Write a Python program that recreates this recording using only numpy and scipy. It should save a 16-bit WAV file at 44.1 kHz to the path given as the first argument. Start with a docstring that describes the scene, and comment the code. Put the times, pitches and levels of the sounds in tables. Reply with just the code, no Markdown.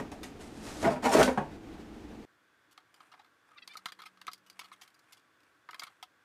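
"""A long wooden strip is levered and torn off a fibreglass panel, heard at one microphone in a small workshop.
The strip scrapes over the laminate, then the bond gives way in bursts of tiny slips that ring the panel,
the freed wood and the room. From 2.25 s the scene runs five times as fast: the room's rumble thins, and
further tool work on the same panel becomes faint, high ticks, rubs and squeaks."""
import sys
import numpy as np
from scipy import signal
from scipy.fft import rfft, irfft
from scipy.io import wavfile

SR = 44100
rng = np.random.default_rng(int(sys.argv[2]) if len(sys.argv) > 2 else 0)


def log_audio(samples):
    """Write samples as a 16-bit WAV file to the path given in sys.argv[1]."""
    # one column per channel
    frames = np.atleast_2d(samples).T
    # limit to full scale, then quantise
    limited = np.clip(frames, -1, 1)
    pcm = np.round(limited * 32767).astype(np.int16)
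    wavfile.write(sys.argv[1], SR, pcm)


N = 275184
TIME, BLOW_TIME = np.arange(N) / SR, np.arange(2 ** 14) / SR
SPEED, FAST_FROM_S = 5, 2.252

# Workshop air at normal and at high speed. Each row: frequency in Hz, relative density in dB.
AIR_SPECTRUM = [(15, -25), (25, -6.5), (71, -6), (142, -10), (172, -7.5), (264, -5.5), (309, -1.5),
                (383, -13), (427, -7.5), (558, -16.5), (790, -13.5), (952, -20), (1960, -24.5), (6720, -37),
                (15000, -50)]
FAST_AIR_SPECTRUM = [(35, -50), (60, -18.5), (117, -8.5), (199, -13.5), (295, -6.5), (339, -8.5),
                     (663, -11), (895, -12.5), (1240, -12.5), (1330, -5), (2010, -12.5), (3190, -19),
                     (3420, -13.5), (3660, -19.5), (15000, -34)]
# The room's standing waves, before room_air scales their pitch.
# Each row: frequency in Hz, width in Hz, relative level in dB.
STANDING_WAVES = [(62, 10, -11.5), (228.2, 14, -8), (291.3, 60, -9), (314.2, 18, -8.5)]
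# Strokes of the tool over the panel. Each row: time of the peak in seconds, level in dB.
RUB_STROKES = [(3.04, -68), (3.51, -80), (3.72, -66), (4.05, -75), (4.63, -66), (4.85, -74), (5.11, -71.5),
               (5.47, -77), (5.85, -66)]
# Hiss of the tool and of the strip. Each row: frequency in Hz, relative density in dB.
RUB_SPECTRUM = [(200, -21), (520, -22), (720, 6), (1300, 6.5), (2500, 3.5), (4500, -16), (9000, -7),
                (15000, -24.5)]
SLIDE_SPECTRUM = [(300, 13), (700, 8), (2000, 1.5), (4000, -2), (6700, -2.5), (9000, -5), (12000, -13.5),
                  (15500, -30)]
# Lever creaks at high speed. Each row: start in seconds, length in seconds, first pitch in Hz,
# last pitch in Hz, strongest frequency in Hz, direct level in dB.
LEVER_CREAKS = [(3.555, 0.021, 1214, 1140, 1100, -62), (3.568, 0.024, 1026, 770, 3050, -58.5),
                (3.579, 0.011, 722, 654, 2240, -52), (3.619, 0.015, 668, 636, 2520, -52),
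                (3.684, 0.051, 574, 606, 2800, -57.5)]
# Panel and strip at normal speed. Each row: frequency in Hz, relative level in dB, t60 in seconds.
PANEL_MODES = [(67.8, -9, 0.24), (148.1, -8.5, 0.36), (206.3, -6, .3), (254.7, 3, 0.25), (376.7, -3, 0.12),
               (419.6, -1.5, 0.24), (453.3, -3, 0.1588), (510, -14, 0.2362), (604, -9.5, 0.17),
               (654, -1.5, 0.19), (750, -14, 0.078), (823, -6.5, 0.22), (896, -10.5, .18), (958, -7, 0.25),
               (1040, -10.5, .2), (1166, -37.5, 0.1792), (1432, -13, 0.1), (2024, -21.5, 0.3)]
# Modes too crowded to tell apart, at normal speed. Each row: frequency in Hz, relative density in dB.
CRACK_SPECTRUM = [(60, -14.5), (130, -10), (240, 7.5), (420, -6), (620, 3), (1000, -3), (1600, -8.5),
                  (3000, -11.5), (6800, -15), (10000, -20.5), (15000, -33.5)]
# Tool knocks at high speed. Each row: start in seconds, length in seconds, level in dB,
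# hardness in dB (treble up and bass down by this much).
KNOCKS = [(2.71, 0.02, -67, 10), (2.777, .002, -54.5, -2), (2.942, .005, -63, 7), (3.004, .0045, -59, -6.5),
          (3.116, 0.016, -57.5, -3), (3.138, 0.0072, -61.5, -8.5), (3.191, 0.017, -59.5, -5),
          (3.246, .007, -67, -3.5), (3.488, 0.0074, -72.5, -9), (3.515, 0.0094, -71.5, -9),
          (3.676, 0.0027, -48.5, 6.5), (3.733, 0.014, -55.5, 3), (3.7538, 0.0024, -57, -13.5),
          (3.77, 0.0056, -46.5, 6.5), (3.8575, 0.0032, -37.5, 0), (3.878, 0.024, -50, -1),
          (3.921, .0055, -49, 2), (3.989, 0.017, -51.5, -3), (4.019, 0.0053, -51.5, -1),
          (4.035, 0.0058, -57, -5.5), (4.055, 0.016, -49, 0), (4.173, 0.0041, -66, -3),
          (4.215, 0.0026, -52, 1.5), (4.268, 0.0031, -48.5, 3.5), (4.278, 0.0075, -42, -7),
          (4.315, 0.0086, -55.5, 7), (4.333, 0.0012, -50.5, 10.5), (4.464, 0.0081, -63, 4.5),
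          (4.4988, .001, -55.5, 8.5), (4.592, 0.0072, -43.5, 3.5), (4.61, 0.01, -52, -2),
          (4.638, 0.022, -54, 0), (4.716, 0.0043, -58, -10), (4.722, 0.02, -55, 3),
          (4.812, 0.012, -50.5, 4.5), (4.83, 0.011, -57, 5), (4.877, 0.0036, -61, 4.5),
          (4.943, 0.0089, -70.5, 12.5), (5.123, 0.011, -55, 8), (5.168, 0.014, -63.5, 4.5),
          (5.404, .003, -72, 4), (5.689, 0.0059, -53, -10), (5.709, 0.005, -54, 4.5),
          (5.731, .0052, -56, -7.5), (5.744, .0059, -48.5, -1.5), (5.795, 0.0022, -43, 7.5),
          (5.819, 0.0085, -48, -5.5), (5.834, 0.0053, -45, 3), (5.867, 0.012, -53, -2.5),
          (6.027, 0.0067, -45.5, 0.5)]
# Spells of handling loose wood. Each row: start in seconds, end in seconds.
LOOSE_WOOD_S = [(2.3, 3.5), (5.0, 5.3), (5.95, 6.2)]
# Band edges of boom, clack and splinter in Hz, at normal speed.
KNOCK_EDGES_HZ = [135, 450, 930, 2700]
BURST_EDGES_HZ = [65, 500, 2150, 17000]
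# The strip slides along the edge. Each row: time in seconds, hiss level in dB.
SLIDE_LEVELS = [(0.3, -65), (0.382, -72), (0.41, -49), (0.528, -60), (0.544, -54), (0.602, -54),
                (0.67, -43), (0.766, -46.5), (0.83, -41)]
# The bond gives way. Each row: start in seconds, length in seconds, clack level in dB,
# splinter level in dB, ring of the freed wood in Hz.
BOND_BURSTS = [(0.0, 0.0058, -42.5, -58, 350), (.117, 0.0041, -48.5, -57, 740),
               (0.231, 0.0096, -49.5, -49, 1920), (.827, 0.0038, -38.5, -51, 890),
               (0.839, .024, -29, -47.5, 251.6), (.857, .024, -24.5, -52, 655.4),
               (.892, .045, -34.5, -51, 606), (.96, 0.0093, -43, -73.5, 229),
               (1.022, 0.035, -31, -47.5, 970), (1.041, 0.026, -25.5, -39.5, 837),
               (1.085, 0.034, -35, -45, 680), (1.114, 0.035, -28, -33.5, 1110),
               (1.146, 0.0068, -24.5, -51, 413), (1.166, 0.01, -25, -39.5, 410),
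               (1.182, 0.027, -22.5, -36, 477), (1.201, .012, -24, -44.5, 592),
               (1.211, 0.01, -26, -42, 1520), (1.229, 0.0035, -39, -33, 408),
               (1.277, 0.0048, -29.5, -72, 520), (1.375, 0.0099, -29.5, -57.5, 824)]


def from_db(db):
    """Decibels to gain."""
    return 10 ** (np.asarray(db) / 20)


def rms_one(x):
    """Scale to rms 1."""
    return x / np.sqrt(np.mean(x ** 2) + 1e-20)


def noise(spectrum, size):
    """Noise of a given colour, rms 1."""
    hz, db = np.transpose(spectrum)
    bins = np.maximum(np.fft.rfftfreq(size, 1 / SR), 1)
    gain = from_db(np.interp(np.log(bins), np.log(hz), db))
    return rms_one(irfft(rfft(rng.standard_normal(size)) * gain, size))


def drift(corner_hz):
    """A slow random wander, rms about 1."""
    pole = np.exp(-40 * np.pi * corner_hz / SR)   # one step every 20 samples
    slow = signal.lfilter([1], [1, -2 * pole, pole * pole], rng.standard_normal(N // 20 + 2002))[2000:]
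    return np.interp(np.arange(N) / 20, np.arange(len(slow)), rms_one(slow))


def steep_band(low_hz, high_hz):
    """Sections of a steep band-pass."""
    return signal.butter(3, [low_hz, high_hz], "band", fs=SR, output="sos")


def resonance(x, hz, width_hz):
    """One resonance, gain 1 at its top."""
    radius = np.exp(-np.pi * width_hz / SR)
    feedback = [1, -2 * radius * np.cos(2 * np.pi * hz / SR), radius ** 2]
    return signal.lfilter(np.array([1, 0, -1]) * (1 - radius ** 2) / 2, feedback, x)


def dying(t60):
    """Envelope that falls 60 dB in t60 seconds."""
    return np.exp(-np.log(1000) * BLOW_TIME / t60)


def add(out, start_s, sound):
    """Mix a sound in at a time."""
    at = max(round(start_s * SR), 0)
    out[at:at + len(sound)] += sound[:len(out) - at]


def room_air(spectrum, pitch_ratio):
    """Broad rumble with the room's standing waves on top, rms 1."""
    white = rng.standard_normal(N)
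    standing = sum(from_db(db) * rms_one(resonance(white, hz * pitch_ratio, width * pitch_ratio))
                   for hz, width, db in STANDING_WAVES)
    standing = signal.sosfilt(steep_band(45 * pitch_ratio, 420 * pitch_ratio), standing)
    return rms_one(noise(spectrum, N) + standing)


def room_tone(fade_db_per_s=.4):
    """Rumble around the microphone; at high speed it is thin and faint, and a hum comes and goes."""
    rumble = room_air(AIR_SPECTRUM, 0.97) * from_db(-46.5 - fade_db_per_s * TIME + 1.32 * drift(12))
    thin = room_air(FAST_AIR_SPECTRUM, SPEED) * from_db(-69)
    hum = from_db(-75 + 1.5 * drift(9.3)) * np.sin(2 * np.pi * 188.4 * TIME)
    hum *= np.interp(TIME, [3.45, 3.9, 4.6, 5.0], [0, 1, 1, 0])
    fast = np.clip((TIME - FAST_FROM_S) / 0.0041 + .5, 0, 1)
    return (1 - fast) * rumble + fast * (thin + hum)


def tool_rubbing(rough_db=3.5, rise_db_per_s=106, fall_db_per_s=97):
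    """The tool rubs over the panel; each stroke swells, then fades a little more slowly."""
    strokes = sum(from_db(db - np.maximum(rise_db_per_s * (peak - TIME), fall_db_per_s * (TIME - peak)))
                  for peak, db in RUB_STROKES)
    return strokes * from_db(rough_db * drift(100)) * noise(RUB_SPECTRUM, N)


def lever_creaks(width_octaves=0.97, top_hz=5600):
    """The lever sticks and slips evenly on the wood: short harmonic squeaks that ring on in the room."""
    out, orders = np.zeros(N), np.arange(1, 10)[:, None]
    waver = 1 + .006 * drift(150)
    for start, length, first_hz, last_hz, strongest_hz, db in LEVER_CREAKS:
        along = np.linspace(0, 1, round(length * SR))
        hz = (first_hz + (last_hz - first_hz) * along) * waver[:len(along)]
        weights = np.exp(-(np.log2(orders * hz / strongest_hz) / width_octaves) ** 2)
        weights /= 1 + (orders * hz / top_hz) ** 12
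        tone = (weights * np.sin(2 * np.pi * orders * np.cumsum(hz) / SR)).sum(0)
        add(out, start, from_db(db) * rms_one(tone) * np.sin(np.pi * along))
    room_tail = rng.standard_normal(len(BLOW_TIME)) * dying(t60=0.048)
    return out + from_db(1) * signal.fftconvolve(out, room_tail / np.linalg.norm(room_tail))[:N]


def panel_modes():
    """One decaying sine for each mode of the panel."""
    return np.array([from_db(db) * dying(t60) * np.sin(2 * np.pi * hz * BLOW_TIME)
                     for hz, db, t60 in PANEL_MODES])


def panel_response(modes, modes_db, crack_t60, room_t60, room_db):
    """One slip at the microphone: the main modes, a short crack of crowded modes, the room's tail."""
    strengths = rng.choice([-1, 1], len(modes)) * rng.uniform(.6, 1.4, len(modes))
    decay = dying(crack_t60) + from_db(room_db) * dying(room_t60)
    diffuse = noise(CRACK_SPECTRUM, len(BLOW_TIME)) * decay
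    return from_db(modes_db) * rms_one(strengths @ modes) + rms_one(diffuse)


def slips(length_s, per_s, snap, brittle_s, swell_share):
    """Force of a fracture: uneven slips swell and stop; a short, brittle break starts with a snap."""
    size = len(BLOW_TIME) // 2
    along = np.minimum(BLOW_TIME[:size] / length_s, 2)
    force = (rng.random(size) < per_s / SR) * rng.standard_normal(size)
    force *= (1 - np.exp(-along / swell_share)) * np.exp(-along ** 4)
    force[0] = snap / (1 + (length_s / brittle_s) ** 2)
    return force


def blow(force, response, edges_hz, levels_db):
    """Slips sound through the panel; each band gets its own level, as energy spread over 50 ms."""
    sound = signal.fftconvolve(force, response)[:len(response)]
    bands = np.array([signal.sosfilt(steep_band(low, high), sound)
                      for low, high in zip(edges_hz, edges_hz[1:])])
    gains = from_db(levels_db) / np.linalg.norm(bands, axis=1) * np.sqrt(SR / 20)
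    return gains @ bands


def spot_ring_hz(at_s, hard_db, loose_hz=790, wood_hz=1263, blade_hz=4730, full_hard_db=7):
    """Pitch heard from the struck spot: loose wood is low; harder knocks go from wood to blade."""
    if any(start < at_s < end for start, end in LOOSE_WOOD_S):
        return loose_hz
    return wood_hz * (blade_hz / wood_hz) ** np.clip(hard_db / full_hard_db, 0, 1)


def tool_knocks(modes, settle_s=0.005, settle_db=-72):
    """The tool knocks the panel, thuds the bench and settles with a tick, all sped up by SPEED."""
    normal_speed = np.zeros(N * SPEED)
    edges_hz = [22, *KNOCK_EDGES_HZ]   # the lowest band is the bench's thud
    for start, length, db, hard_db in KNOCKS:
        clack_db = -0.2 + 0.3 * min(hard_db, 0)   # soft knocks lose clack
        colour_db = np.array([-17 - hard_db, -hard_db, clack_db, -8.5 + hard_db])
        response = panel_response(modes, modes_db=-5, crack_t60=0.06, room_t60=0.3, room_db=-4)
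        response += from_db(5.5) * resonance(response, spot_ring_hz(start, hard_db) / SPEED, width_hz=66)
        settle_delay = rng.uniform(0.015, .05)
        for delay, lasts, level_db in (0, length, db), (settle_delay, settle_s, settle_db):
            force = slips(lasts * SPEED, per_s=590, snap=7.6, brittle_s=0.028, swell_share=0.07)
            knock = blow(force, response, edges_hz, level_db + colour_db)
            add(normal_speed, (start + delay) * SPEED, knock)
    return signal.resample_poly(normal_speed, 1, SPEED)


def strip_sliding(rough_db=1.0, fade_s=0.047):
    """Wood rubs over the laminate in a grainy hiss that dies once the strip lifts."""
    times, db = np.transpose(SLIDE_LEVELS)
    contact = np.interp(TIME, [times[0], times[1], times[-1], times[-1] + fade_s], [0, 1, 1, 0])
    level_db = np.interp(TIME, times, db) + rough_db * drift(120)
    return contact * from_db(level_db) * noise(SLIDE_SPECTRUM, N)


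def strip_tearing(modes, even_ring_hz=500, clean_snap_s=0.008):
    """The bond breaks in bursts; the freed length of wood lends each its own ring."""
    out = np.zeros(N)
    for start, length, clack_db, splinter_db, wood_hz in BOND_BURSTS:
        response = panel_response(modes, modes_db=-2.5, crack_t60=.035, room_t60=.25, room_db=-2)
        response += from_db(5.5) * resonance(response, wood_hz, width_hz=83)
        force = slips(length, per_s=2500, snap=5.3, brittle_s=0.013, swell_share=0.097)
        boom_db = clack_db + 2 * np.log2(even_ring_hz / wood_hz)   # lower wood booms more
        boom_db -= 1.53 * np.log2(length / clean_snap_s)   # a longer tear booms less
        add(out, start, blow(force, response, BURST_EDGES_HZ, [boom_db, clack_db, splinter_db]))
    return out


def scene():
    """Strip, tool and workshop at one microphone."""
    modes = panel_modes()
    strip = strip_tearing(modes) + strip_sliding()
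    tool = tool_knocks(modes) + tool_rubbing() + lever_creaks()
    return (strip + tool + room_tone())[None]


def record(dry):
    """The microphone's signal is cut steeply above 15450 Hz."""
    return signal.sosfilt(signal.ellip(10, .1, 80, 15450, fs=SR, output="sos"), dry)


dry = scene()
out = record(dry)
log_audio(out)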